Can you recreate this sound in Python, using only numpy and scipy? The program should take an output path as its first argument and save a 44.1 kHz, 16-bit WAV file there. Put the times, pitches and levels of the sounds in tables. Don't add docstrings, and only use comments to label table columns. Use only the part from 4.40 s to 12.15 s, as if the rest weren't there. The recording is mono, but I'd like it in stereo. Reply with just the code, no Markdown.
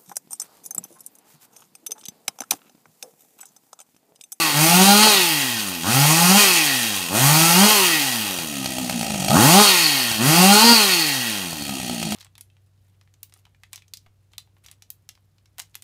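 import sys
import numpy as np
from scipy import signal
from scipy.fft import rfft, irfft, next_fast_len
from scipy.io import wavfile
from scipy.ndimage import uniform_filter1d, map_coordinates

SR = 44100
rng = np.random.default_rng(int(sys.argv[2]) if len(sys.argv) > 2 else 0)


def materialize(psi):
    bounded = np.clip(np.atleast_2d(psi).T, -1, 1)
    quanta = np.round(bounded * 32767).astype(np.int16)
    wavfile.write(sys.argv[1], SR, quanta)


def attenuation_scalar(level_db):
    decades = np.asarray(level_db, float) / 20
    return 10 ** decades


N = 341775

# t/s, speed/(turns per s)
CRANK_RUNS = [
    [(0, 169.5), (.135, 141), (.24, 159), (.34, 176.6), (.47, 197.6), (.56, 206.3), (.655, 218.5),
     (.69, 214.5)],
    [(1.425, 79), (1.51, 118), (1.57, 134.2), (1.62, 143.1), (1.81, 172), (1.875, 179), (1.95, 198),
     (1.995, 211.5)],
    [(2.69, 81.5), (2.74, 102.4), (2.81, 129), (2.91, 150.2), (3.0, 161.3), (3.15, 174.7), (3.24, 205.8),
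     (3.27, 212), (3.32, 217)],
    [(3.82, 107.1), (4.18, 67), (4.55, 61)],
    [(4.86, 46), (4.94, 72.8), (4.98, 97.5), (5.07, 146), (5.14, 183.4), (5.18, 202.3), (5.22, 213)],
    [(5.68, 116.6), (5.785, 104), (5.89, 151), (5.98, 174.7), (6.09, 197.6), (6.18, 212), (6.26, 234),
     (6.325, 236.5), (6.39, 216.5)],
    [(6.93, 105.9), (7.19, 73.5), (7.75, 51.5)],
]
# opening t/s, shutting t/s, punch of the first firings/dB,
# exhaust toward the listener while open/dB, while coasting/dB
PULLS = [
    (-1, -.2, 0, 0, 7),
    (.13, .675, 1, -1.5, 0),
    (1.425, 1.98, 1, -4, 2),
    (2.695, 3.27, 2, -3.5, 1.5),
    (4.87, 5.218, 11, 2, 2.5),
    (5.78, 6.325, 1, 1.5, -1),
]
# metal running up/dB, metal coasting/dB, treble/dB, drum/dB, fan/dB
SAW_HELD = [(0, 0, 0, 0, -6), (0, 0, .5, -4, -1), (0, 2.5, -.5, -4, -12), (0, .5, .5, -4, -10),
            (0, 2, -.5, 9, 0), (0, -1, -1, 5, -4)]
OPENING_S, SHUTTING_S = .03, .012
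PUNCH_S = .22
METAL_FEELS, METAL_LAG_S = .55, .025

# speed/(turns per s), then orders 1, 2, 3, 4 level/dB
LINES_OPEN_MAP = [(50, -58, -46, -38, -38), (72, -41, -33, -24, -38), (110, -28, -25, -28, -40),
                  (145, -20, -28, -42, -36), (175, -20, -29, -40, -31), (198, -18, -28, -30, -19.5),
                  (215, -19, -29, -33, -21), (238, -19, -31, -39, -23)]
# speed/(turns per s), then orders 1, 2, 3, 4 level/dB
LINES_SHUT_MAP = [(48, -66, -50, -39, -29), (66, -61, -48, -38, -36), (85, -51, -41, -41, -45),
                  (110, -43, -34.5, -43, -52), (140, -38, -34, -47, -48), (175, -37, -30, -47, -47),
                  (200, -31, -28, -38, -31), (230, -25, -33, -33, -26)]
ECHO_SPACING_HZ = 51
# strengthened f/Hz, level/dB
WALL_COMB = [(140, -7), (270, -4), (510, -5), (700, -5)]
# speed/(turns per s), bark open/dB, bark shut/dB, drum open/dB, drum shut/dB
BARK_DRUM_MAP = [(50, -24, -33, -42, -45), (75, -15.5, -36, -40, -45), (110, -24, -36.5, -38, -40),
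                 (150, -21.5, -32, -32, -28), (190, -21, -26, -31, -24), (215, -19, -22, -25, -23),
                 (238, -21, -21, -22, -22)]
# speed/(turns per s), clatter level/dB, then clutch, chain, top re clatter/dB
METAL_OPEN_MAP = [(50, -33, 0, 2, -5), (100, -26.5, 0, 3, -2), (150, -22.5, 2, 2.5, -1),
                  (200, -19.5, 3, 1, -3), (238, -19, 3, 1, -4)]
# speed/(turns per s), clatter level/dB, then clutch, chain, top re clatter/dB
METAL_SHUT_MAP = [(50, -34, -2, 0, -11.5), (78, -35.5, -2, 0, -3.5), (110, -28, -1.5, -2.5, -5.5),
                  (150, -23.5, -.5, -3, -6), (200, -20, 1, -.5, -4), (238, -18.5, 1, .5, -3.5)]
FAN_DB, FAN_DB_PER_OCTAVE, FAN_TOP = -21, 45, 215

# f/Hz, width/Hz, level/dB
MUFFLER_MODES = [(536, 140, -0.5), (646, 280, -11), (825, 258, 11.5), (900, 300, 5.5), (1066, 70, 5),
                 (1321, 47, 4), (1413, 61, 4.5)]
# f/Hz, width/Hz, level/dB
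COLD_MODES = [(662, 190, -5.5), (776, 79, 0), (1280, 106, -6.5)]
# f/Hz, width/Hz, level/dB
CASE_MODES = [(260, 170, 0), (400, 150, -10)]
# f/Hz, level/dB per Hz
GAS_SPECTRUM = [(25, -45), (50, -47), (90, -14), (160, -9), (350, -9.5), (500, -18), (800, -4),
                (1300, -120)]
# f/Hz, width/Hz, level/dB
BODY_MODES = [(1921, 193, -5), (2498, 277, 4), (2790, 900, 1), (3287, 111, 5.5), (3810, 284, -6.5)]
# f/Hz, width/Hz, level/dB
CLUTCH_MODES = [(4098, 320, -5), (4364, 250, 3.5), (4687, 600, 1), (5265, 300, -2)]
# f/Hz, width/Hz, level/dB
CHAIN_MODES = [(5695, 300, -1.5), (6450, 210, 1.5), (6920, 173, 1), (7910, 490, -3), (8350, 270, 1.5),
               (9370, 940, -0.5)]
# f/Hz, width/Hz, level/dB
TOP_MODES = [(10550, 260, -12), (11500, 480, -6.5), (12550, 700, -9.5), (13830, 890, -7.5),
             (15020, 1200, -11)]
# f/Hz, width/Hz, level/dB
DRUM_MODE = [(4390, 130, 0)]
# order of the crank, level/dB
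FAN_ORDERS = [(18, -5), (19, -12), (20, 0), (21, -12), (22, -10)]
# delay t/s, level/dB
REFLECTIONS = [
    (.0032, -12),
    (.0128, -14),
    (.027, -15),
]
# f/Hz, 60 dB decay t/s
YARD_DECAY = [(150, 0.63), (1000, 0.31), (10000, 0.05)]
# t/s, peak level/dB, crack re peak/dB
LONE_FIRINGS = [(3.987, -24, -1), (4.259, -21.5, 0), (4.384, -23, -1), (4.497, -20, -2), (4.611, -23, -4),
                (4.63, -22, -4), (4.667, -25, -1), (4.705, -21, -5), (4.744, -20, -6), (4.804, -23, -2),
                (4.825, -21, -5), (4.846, -18, -2), (4.884, -17, -2), (4.906, -12, -6), (5.714, -22, 1),
                (7.129, -26, -3), (7.221, -27, -4), (7.293, -23, -4), (7.4, -24, -6), (7.497, -23, -5),
                (7.628, -21, -2), (7.722, -21, -1)]


def unit(x):
    return x / np.sqrt(np.mean(x ** 2) + 1e-20)


def along(points, x):
    at, value = np.transpose(points)
    return np.interp(np.log(x + 1), np.log(at + 1), value)


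def wobble(rate):
    coarse = np.arange(0, N + 64, 64)
    knots = rng.standard_normal(int(N * rate / SR) + 4)
    return np.interp(np.arange(N), coarse, map_coordinates(knots, [coarse * rate / SR]))


def swell(depth_db, rate):
    return attenuation_scalar(depth_db * wobble(rate))


def filtered(x, response):
    m = next_fast_len(N + SR // 2)
    return irfft(rfft(x, m) * response(np.fft.rfftfreq(m, 1 / SR)), m)[..., :N]


def rung(x, modes):
    def response(f):
        total = 0
        for k, (centre, width, db) in enumerate(modes):
            damping = 1j * f * width
            total = total + (-1) ** k * attenuation_scalar(db) * damping / (centre ** 2 - f ** 2 + damping)
        return total
    return filtered(x, response)


def noise(spectrum):
    return unit(filtered(rng.standard_normal(N), lambda hz: attenuation_scalar(along(spectrum, hz))))


def steady(x):
    return x / np.sqrt(np.abs(uniform_filter1d(x ** 2, size=SR // 10)) + 1e-12)


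def per_turn(turns):
    return rng.standard_normal(2000)[turns.astype(int)]


def beat(turns, sharp):
    return np.exp(-sharp * (turns % 1))


def crank():
    t, speed = np.transpose([point for run in CRANK_RUNS for point in run])
    speed = np.exp(np.interp(np.arange(N) / SR, t, np.log(speed)))
    speed = uniform_filter1d(speed, size=SR // 25)
    fired = np.bincount([round(s * SR) for s, *_ in LONE_FIRINGS], minlength=N)
    kick = 3.5 * signal.lfilter([1], [1, -np.exp(-1 / (.08 * SR))], fired)
    speed = speed + kick - uniform_filter1d(kick, size=SR // 6)
    return speed, np.cumsum(speed) / SR


def throttle(t):
    since = lambda s, lag: np.exp(-np.clip(t - s, 0, None) / lag)
    gas = sum((1 - since(a, OPENING_S)) * since(b, SHUTTING_S) for a, b, *_ in PULLS)
    punch_db = sum(db * (t > a) * since(a, PUNCH_S) for a, _, db, *_ in PULLS)
    return gas, gas * punch_db


def steps(t, times, rows):
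    held = np.array(rows, float)[np.searchsorted(times, t) - 1]
    return uniform_filter1d(held, size=SR // 640, axis=0).T


def levels(speed):
    at = np.arange(0, N, 32)
    t, speed = at / SR, speed[at]
    gas, punch_db = throttle(t)
    grip = throttle(t - METAL_LAG_S)[0]
    read = lambda rows: np.array([along(np.array(rows)[:, [0, k]], speed) for k in range(1, 5)])
    mix = lambda opened, shut: gas * opened + (1 - gas) * shut

    pulled = [a for a, *_ in PULLS]
    up_db, coast_db, treble_db, drum_db, fan_db = steps(t, pulled, SAW_HELD)
    facing_db, coasting_db = steps(t, pulled, [row[3:] for row in PULLS])

    echo = []
    for k, (hz, db) in enumerate(WALL_COMB, start=1):
        phase = 2 * np.pi * (k * speed - hz) / ECHO_SPACING_HZ
        echo.append(attenuation_scalar(punch_db) + gas * attenuation_scalar(db) * np.exp(1j * phase))
    lines = mix(read(LINES_OPEN_MAP), read(LINES_SHUT_MAP)) + 20 * np.log10(np.abs(echo))
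    lines = lines + np.outer([0, 1, 1, 1], gas * facing_db)

    clatter, clutch, chain, top = grip * read(METAL_OPEN_MAP) + (1 - grip) * read(METAL_SHUT_MAP)
    clatter = clatter + mix(up_db, coast_db) + METAL_FEELS * punch_db
    bark_open, bark_shut, drum_open, drum_shut = read(BARK_DRUM_MAP)
    bark = mix(bark_open, bark_shut + coasting_db) + punch_db
    drum_level = mix(drum_open, drum_shut) + drum_db
    whine = FAN_DB + fan_db + FAN_DB_PER_OCTAVE * np.log2(speed / FAN_TOP)

    fine = lambda db: np.interp(np.arange(N), at, db)
    metal_db = [fine(db) for db in (clatter, clutch, chain + treble_db / 2, top + treble_db)]
    return dict(lines=[fine(db) for db in lines], metal=metal_db, bark=fine(bark),
                drum=fine(drum_level), fan=fine(whine))


def hum(speed, turns, lines_db):
    uneven = 1.2 + 1.2 * np.clip((95 - speed) / 30, 0, 1)
    total = 0
    for k, db in enumerate(lines_db, start=1):
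        drift_db = uneven * (wobble(18) + 1.2 * wobble(40))
        total = total + np.sqrt(2) * attenuation_scalar(db + 0.72 + drift_db) * np.sin(2 * np.pi * k * turns - k)
    return total


def exhaust(speed, turns, fourth_db, bark_db):
    shaky = turns + .008 * wobble(60)
    pulses = sum(swell(3.5, 14) * np.cos(2 * np.pi * k * shaky) for k in range(5, 20))
    pulses = pulses * attenuation_scalar(1.5 * per_turn(turns + .5))
    slow = np.clip((95 - speed) / 30, 0, 1)
    pump = attenuation_scalar(fourth_db - 8.5) * slow * steady(rung(rung(pulses, CASE_MODES), CASE_MODES))

    rough = .45 - .29 * np.clip((bark_db + 36) / 9, 0, 1)
    puffs = rng.standard_normal(N) * beat(turns, sharp=2.5) * attenuation_scalar(2.5 * per_turn(turns))
    drive = np.sqrt(1 - rough) * steady(pulses) + np.sqrt(rough) * 2.2 * steady(puffs)
    bark = (1 - slow) * steady(rung(drive, MUFFLER_MODES)) + .55 * slow * steady(rung(drive, COLD_MODES))
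    rumble = attenuation_scalar(bark_db - 16 + 2.5 * wobble(14)) * noise(GAS_SPECTRUM)
    return pump + attenuation_scalar(bark_db - 0.5) * bark + rumble


def metal(speed, turns, clatter_db, clutch_db, chain_db, top_db):
    strike = attenuation_scalar(1.8 * per_turn(turns)) * np.clip((110 / speed) ** 1.5, .6, 2.3)
    gate = .7 + beat(turns + .02 * wobble(40), sharp=3) * strike
    gate = gate * swell(.5, 12) * swell(.5, 35)

    knock = 0
    for k in range(8, 17):
        phase = 2 * np.pi * k * turns + .7 * wobble(40)
        knock = knock + attenuation_scalar(-3 * (k % 2)) * swell(3, 22) * np.cos(phase)
    knock = attenuation_scalar(-8) * unit(knock) * np.sqrt(speed / 200)

    def layer(modes, db, tone):
        clatter = steady(rng.standard_normal(N) * gate)
        return attenuation_scalar(clatter_db + db + 0.73 * wobble(20)) * steady(rung(clatter + tone, modes))

    low = layer(BODY_MODES, .3, knock) + layer(CLUTCH_MODES, clutch_db - 4.5, 0)
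    return low + layer(CHAIN_MODES, chain_db + .1, 0) + layer(TOP_MODES, top_db + .1, 0)


def drum(ring_db):
    jangle = rng.standard_normal(N) * swell(2.5, 30)
    return attenuation_scalar(ring_db - 3.5) * unit(rung(jangle, DRUM_MODE))


def fan(turns, whine_db):
    lines = 0
    for k, db in FAN_ORDERS:
        phase = 2 * np.pi * k * turns + .5 * wobble(40)
        lines = lines + attenuation_scalar(db) * swell(2.5, 25) * np.cos(phase)
    return attenuation_scalar(whine_db + 5.5) * lines


def yard(x, wet_db):
    hz, t, z = signal.stft(rng.standard_normal(SR // 2), SR, nperseg=256)
    decay = attenuation_scalar(-60 * t / along(YARD_DECAY, hz)[:, None])
    tail = signal.istft(z * decay, SR, nperseg=256)[1]
    delays = lambda f: 1 + sum(attenuation_scalar(db) * np.exp(-2j * np.pi * f * s) for s, db in REFLECTIONS)
    late = signal.fftconvolve(np.pad(x, (1300, 0)), tail / np.linalg.norm(tail))[:N]
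    return filtered(x, delays) + attenuation_scalar(wet_db) * late


def pops():
    knocks, crack, t = np.zeros(N + SR), np.zeros(N + SR), np.arange(SR // 10) / SR
    for s, db, crack_db in LONE_FIRINGS:
        ring = sum(attenuation_scalar(level - 27 * width * t) * np.sin(2 * np.pi * hz * t) for hz, width, level in COLD_MODES)
        thump = attenuation_scalar(-60 * t / .05) * np.sin(2 * np.pi * 150 * t)
        start = round(s * SR)
        knocks[start:][:len(t)] -= attenuation_scalar(db + .5) * ring + attenuation_scalar(db - 3) * thump
        crack[start:][:len(t)] += attenuation_scalar(db + crack_db + 4 - 60 * t / .028)
    modes = BODY_MODES[1::2] + CLUTCH_MODES[1:2] + CHAIN_MODES[::2] + TOP_MODES[1::2]
    return knocks[:N] + crack[:N] * unit(rung(rng.standard_normal(N), modes))


def scene():
    speed, turns = crank()
    db = levels(speed)
    saw = exhaust(speed, turns, db["lines"][3], db["bark"]) + metal(speed, turns, *db["metal"])
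    saw = saw + drum(db["drum"]) + fan(turns, db["fan"]) + pops()
    floor = attenuation_scalar(-53) * noise(GAS_SPECTRUM)
    bass = hum(speed, turns, db["lines"])
    return np.tile(bass + attenuation_scalar(-1.49) * yard(saw, wet_db=-9.5) + floor, (2, 1))


def top_cut(x):
    return signal.sosfilt(signal.butter(12, 15740, fs=SR, output="sos"), x)


def record(dry):
    clipped = dry / (1 + np.abs(dry / .97) ** 8) ** (1 / 8)
    hz, t, z = signal.stft(clipped[0], SR, nperseg=1024)
    filled = np.zeros(z.shape)
    for s, low_hz in rng.uniform([.1, 4200], [7, 14500], (26, 2)):
        filled[np.ix_(np.abs(hz - low_hz - 900) < 900, np.abs(t - s) < .02)] = 1
    scrambled = np.abs(z) * np.exp(2j * np.pi * rng.random(z.shape))
    side = signal.istft(attenuation_scalar(-3) * filled * scrambled, SR, nperseg=1024)[1][:N]
    limited = filtered(clipped + [side, -side], lambda hz: (hz < 15740) / (1 + (58 / (hz + 1)) ** 4))
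    return top_cut(limited)


dry = scene()
out = record(dry)
materialize(out)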